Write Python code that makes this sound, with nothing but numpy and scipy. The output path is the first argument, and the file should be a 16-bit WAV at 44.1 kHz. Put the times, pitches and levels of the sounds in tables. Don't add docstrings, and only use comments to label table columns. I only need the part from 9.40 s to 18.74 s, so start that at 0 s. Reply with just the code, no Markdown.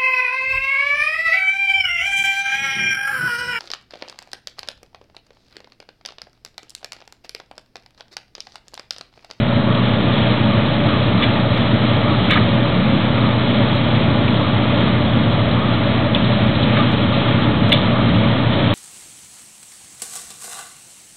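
import sys
import numpy as np
from scipy import signal
from scipy.fft import rfft, irfft, next_fast_len
from scipy.io import wavfile
from scipy.ndimage import uniform_filter1d

SR = 44100
rng = np.random.default_rng(int(sys.argv[2]) if len(sys.argv) > 2 else 0)


def natural_amplitude(level_db):
    exponent = np.asarray(level_db, float) / 20
    return 10 ** exponent


def to_wav(sig):
    pcm = np.clip(np.atleast_2d(sig), -1, 1) * 32767
    pcm = np.round(pcm).astype(np.int16)
    wavfile.write(sys.argv[1], SR, pcm.T)


N = 411894
HUM_HZ, SHAFT_HZ, DRUM_HZ, WHINE_HZ = 120.02, 29.42, .85, 615.385
LEFT_HZ, RIGHT_HZ = 7.076, 7.1

# (frequency [Hz], density [dB per Hz])
ROAR_SPECTRUM = [(20, -48.5), (45, -30.5), (70, -19.5), (105, -9), (150, -18), (215, -11), (320, -18.5),
                 (410, -24), (600, -22.5), (760, -26.5), (1500, -29.5), (2400, -29.5), (3300, -28.5),
                 (4200, -34)]
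# (frequency [Hz], width [Hz], gain [dB])
CABINET_MODES = [(163, 15, -6.5), (180.7, 13, 9.5), (199, 4.2, -7.5), (252, 16, -1.5), (301.7, 31, 4),
                 (420, 9.1, -4.5), (429.4, 13, 6), (576, 59, 8), (656, 24, 4.5), (822, 14, -0.5),
                 (840.6, 39, 4.5), (940, 100, 2.5), (1010, 50, 0), (1122, 29, 4), (1198, 60, 6),
                 (1294, 8.5, 11), (1307, 30, -4), (1383, 89, 3.5), (1550, 51, -5), (1980, 31, -2.5),
                 (2733, 310, -4), (3360, 37, 5)]
# (time [s], level [dB])
DRAUGHT_LEVEL = [(0, -1), (1, 0.4), (2.4, 0.3), (3, .5), (4, 0), (5, 0.75), (6.3, 0), (8, 1.5), (9.34, .3)]
DRAUGHT_SHARES = [1.3, .3, 0.77]
HUM_LEVELS = [-22, -27, -44]
# (hum multiple [count], shaft multiple [count]), then (rms level [dB])
SWING_MULTIPLES = [(1, -1), (1, 1), (2, -1), (2, 2)]
SWING_LEVELS = [-45, -31, -28, -39]
# (shaft multiple [ratio]), then (rms level [dB])
SHAFT_MULTIPLES = [1, 2, 3, 20, 23.95, 39.906, 47.9, 79.81]
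SHAFT_LEVELS = [-51, -51, -53, -47.5, -52.5, -56, -64.5, -52.5]
WHINE_LEVELS = [-60, -52, -47, -58, -57, -50]
# (multiple of the turn [count]), then (rms level [dB])
LEFT_MULTIPLES = [6, 7, 9, 12, 13, 14, 15, 16, 18, 19, 20, 21, 22, 23, 25, 38, 40, 42, 48, 52, 53, 54, 71,
                  72]
LEFT_LEVELS = [-49.5, -57.5, -54.5, -47, -44, -40, -32, -31, -52, -47, -32.5, -36.5, -31.5, -39.5, -39, -48,
               -41.5, -43.5, -51, -58, -52.5, -50.5, -49.5, -44.5]
RIGHT_MULTIPLES = [8, 10, 11, 27, 30, 31, 32, 35]
RIGHT_LEVELS = [-60, -49.5, -41, -42, -32, -38, -45, -47.5]
# (time [s], peak [dB], centre [Hz], ring t60 [s])
BUTTON_KNOCKS = [(.349, -16, 3286, .035), (1.339, -26.5, 3360, 0.093), (1.823, -15.5, 2200, 0.042),
                 (2.897, -12, 2400, .12), (2.975, -12, 1900, 0.047), (3.087, -22.5, 3290, 0.044),
                 (3.227, -18, 2990, 0.039), (3.777, -22, 2400, 0.04), (4.376, -21.5, 3550, 0.05),
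                 (4.879, -15, 2630, .04), (4.942, -18.5, 3280, .04), (5.539, -19.5, 1743, 0.14),
                 (6.842, -14, 3510, 0.05), (7.15, -17, 3350, 0.1), (7.228, -14.5, 3280, 0.13),
                 (7.683, -24, 3305, 0.034), (7.74, -17.5, 3280, .055), (8.021, -19.5, 3230, .2),
                 (8.299, -18, 3310, 0.032), (8.343, -13, 3345, .45), (9.132, -16.5, 3610, .05)]
# (time [s], peak [dB], drag [s], brightest [Hz], spread [octaves])
ZIP_CLATTERS = [(1.8224, -13, 0.023, 2800, 0.81), (2.904, -7.5, .018, 2600, 1.1),
                (2.931, -13.5, .016, 2200, 0.8), (2.954, -11, .024, 1500, 1.1),
                (6.747, -13.5, .005, 3000, .35), (7.366, -14, 0.025, 1700, 1.3),
                (8.3185, -2.5, .008, 2900, .45)]
# (frequency [Hz], width [Hz], gain [dB], t60 [s])
WALL_MODES = [(820, 300, -0.5, .08), (1180, 310, -2, .09), (1700, 180, -0.5, 0.081),
              (2200, 340, -0.5, 0.097), (2600, 280, -5, .06), (2910, 260, -2, .06), (3600, 290, -1.5, .08),
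              (3960, 290, -3.5, .06)]
# (time [s], peak [dB], frequency [Hz], t60 [s], rise [s])
PANEL_PINGS = [(1.809, -18, 1190, .08, .003), (1.8235, -16, 3480, .07, .0015),
               (1.829, -17, 2950, .04, .002), (1.8365, -17, 2340, .06, .003), (1.837, -19, 3400, .09, .002),
               (2.914, -15, 3950, .03, .002), (2.9225, -13, 1250, .035, .002),
               (2.9225, -14, 1900, .03, .002), (2.931, -15, 2200, .05, .002),
               (2.9555, -15, 1230, .12, .002), (6.7478, -7, 3450, .018, .0008),
               (7.396, -18, 1180, .08, .003), (8.3262, -2, 3390, .022, .0025),
               (8.3365, -10, 3450, .03, .002)]
# (frequency [Hz], gain [dB])
BAND_EDGE = [(3980, 0), (4150, -8), (4300, -19), (4500, -36.5), (4580, -43.5), (4640, -71), (5000, -110)]
# (time [s], cut depth [dB])
RUMBLE_CRESTS = [(2.166, -49), (2.9205, -53), (2.179, -37), (2.9362, -47), (2.942, -42), (7.070, -41),
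                 (7.0753, -51.5), (7.948, -54.5), (8.322, -55)]
KNOCK_CRESTS = [(2.9106, -24), (2.9359, -39), (4.3539, -40.5), (5.0398, -62), (5.481, -52), (5.9224, -46),
                (7.522, -38.5), (7.764, -55.5), (8.294, -31), (8.3285, -17.5), (8.3294, -32), (9.147, -61),
                (9.3385, -34)]


def walk(rate):
    hold = int(SR / rate)
    steps = np.repeat(rng.standard_normal(N // hold + 1), hold)
    return 1.15 * uniform_filter1d(uniform_filter1d(steps, hold), hold)[:N]


def tones(phase, multiples, levels_db, locked=False):
    start = rng.random(len(multiples)) * (not locked)
    out = 0
    for k, db, p in zip(multiples, levels_db, start):
        out = out + np.sqrt(2) * natural_amplitude(db) * np.cos(2 * np.pi * (k * phase + p))
    return out


def bandpass(x, low, high):
    return signal.sosfilt(signal.butter(2, [low, high], "band", fs=SR, output="sos"), x)


def burst(hz, width, t60, rise):
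    t = np.arange(int(.4 * SR)) / SR
    low, high = np.clip([hz - width / 2, hz + width / 2], 50, SR / 3)
    strikes = natural_amplitude(2.5 * np.repeat(rng.standard_normal(len(t) // 90), 90))
    ring = bandpass(strikes * rng.standard_normal(len(t)), low, high)
    ring = ring * np.minimum(t / rise, 1) * natural_amplitude(-60 * t / t60)
    return ring / np.abs(ring).max()


def add(out, s, sound):
    i = int(s * SR)
    out[i:i + len(sound)] += sound[:N - i]


def whine(t):
    return tones(WHINE_HZ * t, np.arange(1, 7), WHINE_LEVELS)


def seam():
    out = np.zeros(N)
    for s in np.arange(.27, N / SR, 1 / DRUM_HZ):
        add(out, s, natural_amplitude(-19) * burst(1190, 180, .4, 0.1))
    return out


def buttons():
    out = np.zeros(N)
    for s, db, hz, t60 in BUTTON_KNOCKS:
        add(out, s, natural_amplitude(db) * burst(hz, width=230 + 0.23 * hz, t60=t60, rise=.0022))
    return out


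def clatter(drag, bright_hz, spread):
    t = np.arange(int(.3 * SR)) / SR
    tooth = t * 160
    uneven_db = 3 * rng.standard_normal(200)[tooth.astype(int)]
    fade_db = 3.5 * (tooth % 1)
    teeth = natural_amplitude(uneven_db - fade_db) * rng.standard_normal(len(t))
    out, held = 0, int(drag * SR)
    for hz, width, db, t60 in WALL_MODES:
        ring = bandpass(teeth, hz - width / 2, hz + width / 2)
        off_db = -6 * (np.log2(hz / bright_hz) / spread) ** 2
        decay_db = -60 * np.maximum(t - drag, 0) / t60
        out = out + ring / ring[:held].std() * natural_amplitude(db + off_db + decay_db)
    out = out * np.minimum(t / .0012, 1)
    return natural_amplitude(-8) * out / out[:held].std()


def zips():
    out = np.zeros(N)
    for s, db, drag, bright_hz, spread in ZIP_CLATTERS:
        add(out, s, natural_amplitude(db) * clatter(drag, bright_hz, spread))
    return out


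def pings():
    out = np.zeros(N)
    t = np.arange(SR // 10) / SR
    for s, db, hz, t60, rise in PANEL_PINGS:
        decay = natural_amplitude(db - 60 * np.maximum(t - rise, 0) / t60)
        add(out, s, decay * np.minimum(t / rise, 1) * np.sin(2 * np.pi * hz * t))
    return out


def rollers(t):
    turn = 2 * np.pi * DRUM_HZ * t
    load_db = 1.4 * np.cos(turn + .6) + 0.51 * np.cos(2 * turn + 0.5) + 0.81 * walk(2.8)
    slip = .0012 * np.sin(turn + 1.1) + .0006 * walk(2)
    left = tones(LEFT_HZ * (t + slip), LEFT_MULTIPLES, LEFT_LEVELS)
    right = tones(RIGHT_HZ * (t - slip), RIGHT_MULTIPLES, RIGHT_LEVELS)
    return natural_amplitude(load_db) * (left + right)


def motor(t):
    hum = tones(HUM_HZ * t, np.arange(1, 4), HUM_LEVELS, locked=True) * natural_amplitude(.5 * walk(2.8))
    sideband_hz = [h * HUM_HZ + s * SHAFT_HZ for h, s in SWING_MULTIPLES]
    swing = tones(t, sideband_hz, SWING_LEVELS, locked=True)
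    return hum + swing + tones(SHAFT_HZ * t, SHAFT_MULTIPLES, SHAFT_LEVELS)


def roar(t):
    size = next_fast_len(N)
    hz = np.arange(1, size // 2 + 2) * SR / size
    corner_hz, corner_db = np.transpose(ROAR_SPECTRUM)
    db = np.interp(np.log(hz), np.log(corner_hz), corner_db)
    for mode_hz, width, gain in CABINET_MODES:
        db = db + gain / (1 + (2 * (hz - mode_hz) / width) ** 2)
    air = rfft(rng.standard_normal(size)) * natural_amplitude(db)
    pull = np.interp(t, *np.transpose(DRAUGHT_LEVEL))
    bass, middle, treble = (share * (pull - pull.mean()) for share in DRAUGHT_SHARES)
    out, lick = 0, walk(11)
    for centre in 20 * 2 ** (np.arange(25) / 3):
        band = np.maximum(1 - np.abs(3 * np.log2(hz / centre)), 0)
        draught = bass if centre < 400 else middle if centre < 1200 else treble
        flicker_db = .6 * walk(12) + 0.92 * lick * min(centre / 2500, 1)
        out = out + irfft(air * band, size)[:N] * natural_amplitude(draught + flicker_db)
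    return out / out.std() * natural_amplitude(-17)


def scene():
    t = np.arange(N) / SR
    knocks = buttons() + zips() + pings()
    return (whine(t) + seam() + knocks + rollers(t) + motor(t) + roar(t))[None]


def shave(x, crests, half):
    cap = half * np.maximum(1 - (np.arange(-12, 13) / half) ** 2, 0)
    for s, db in crests:
        add(x, s, -natural_amplitude(db) * cap)


def roll_off(x):
    return signal.sosfilt(signal.butter(12, 15800, fs=SR, output="sos"), x)


def record(dry):
    x = np.clip(dry[0], -.56, .61) * np.minimum(np.arange(N) / 40, 1)
    size = 441 * next_fast_len(N // 441 + 20)
    spectrum = rfft(x, size)
    fold = size * 8000 // 2 // SR
    spectrum[fold + 1:2 * fold + 1] = np.conj(spectrum[fold - 1::-1])
    hz = np.arange(size // 2 + 1) * SR / size
    edge = natural_amplitude(np.interp(hz, *np.transpose(BAND_EDGE)))
    x = irfft(spectrum * edge, size)[:N] - .0336
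    shave(x, RUMBLE_CRESTS, 4.6)
    shave(x, KNOCK_CRESTS, 2.1)
    return roll_off(np.clip(x, -.707, .707)[None])


dry = scene()
out = record(dry)
to_wav(out)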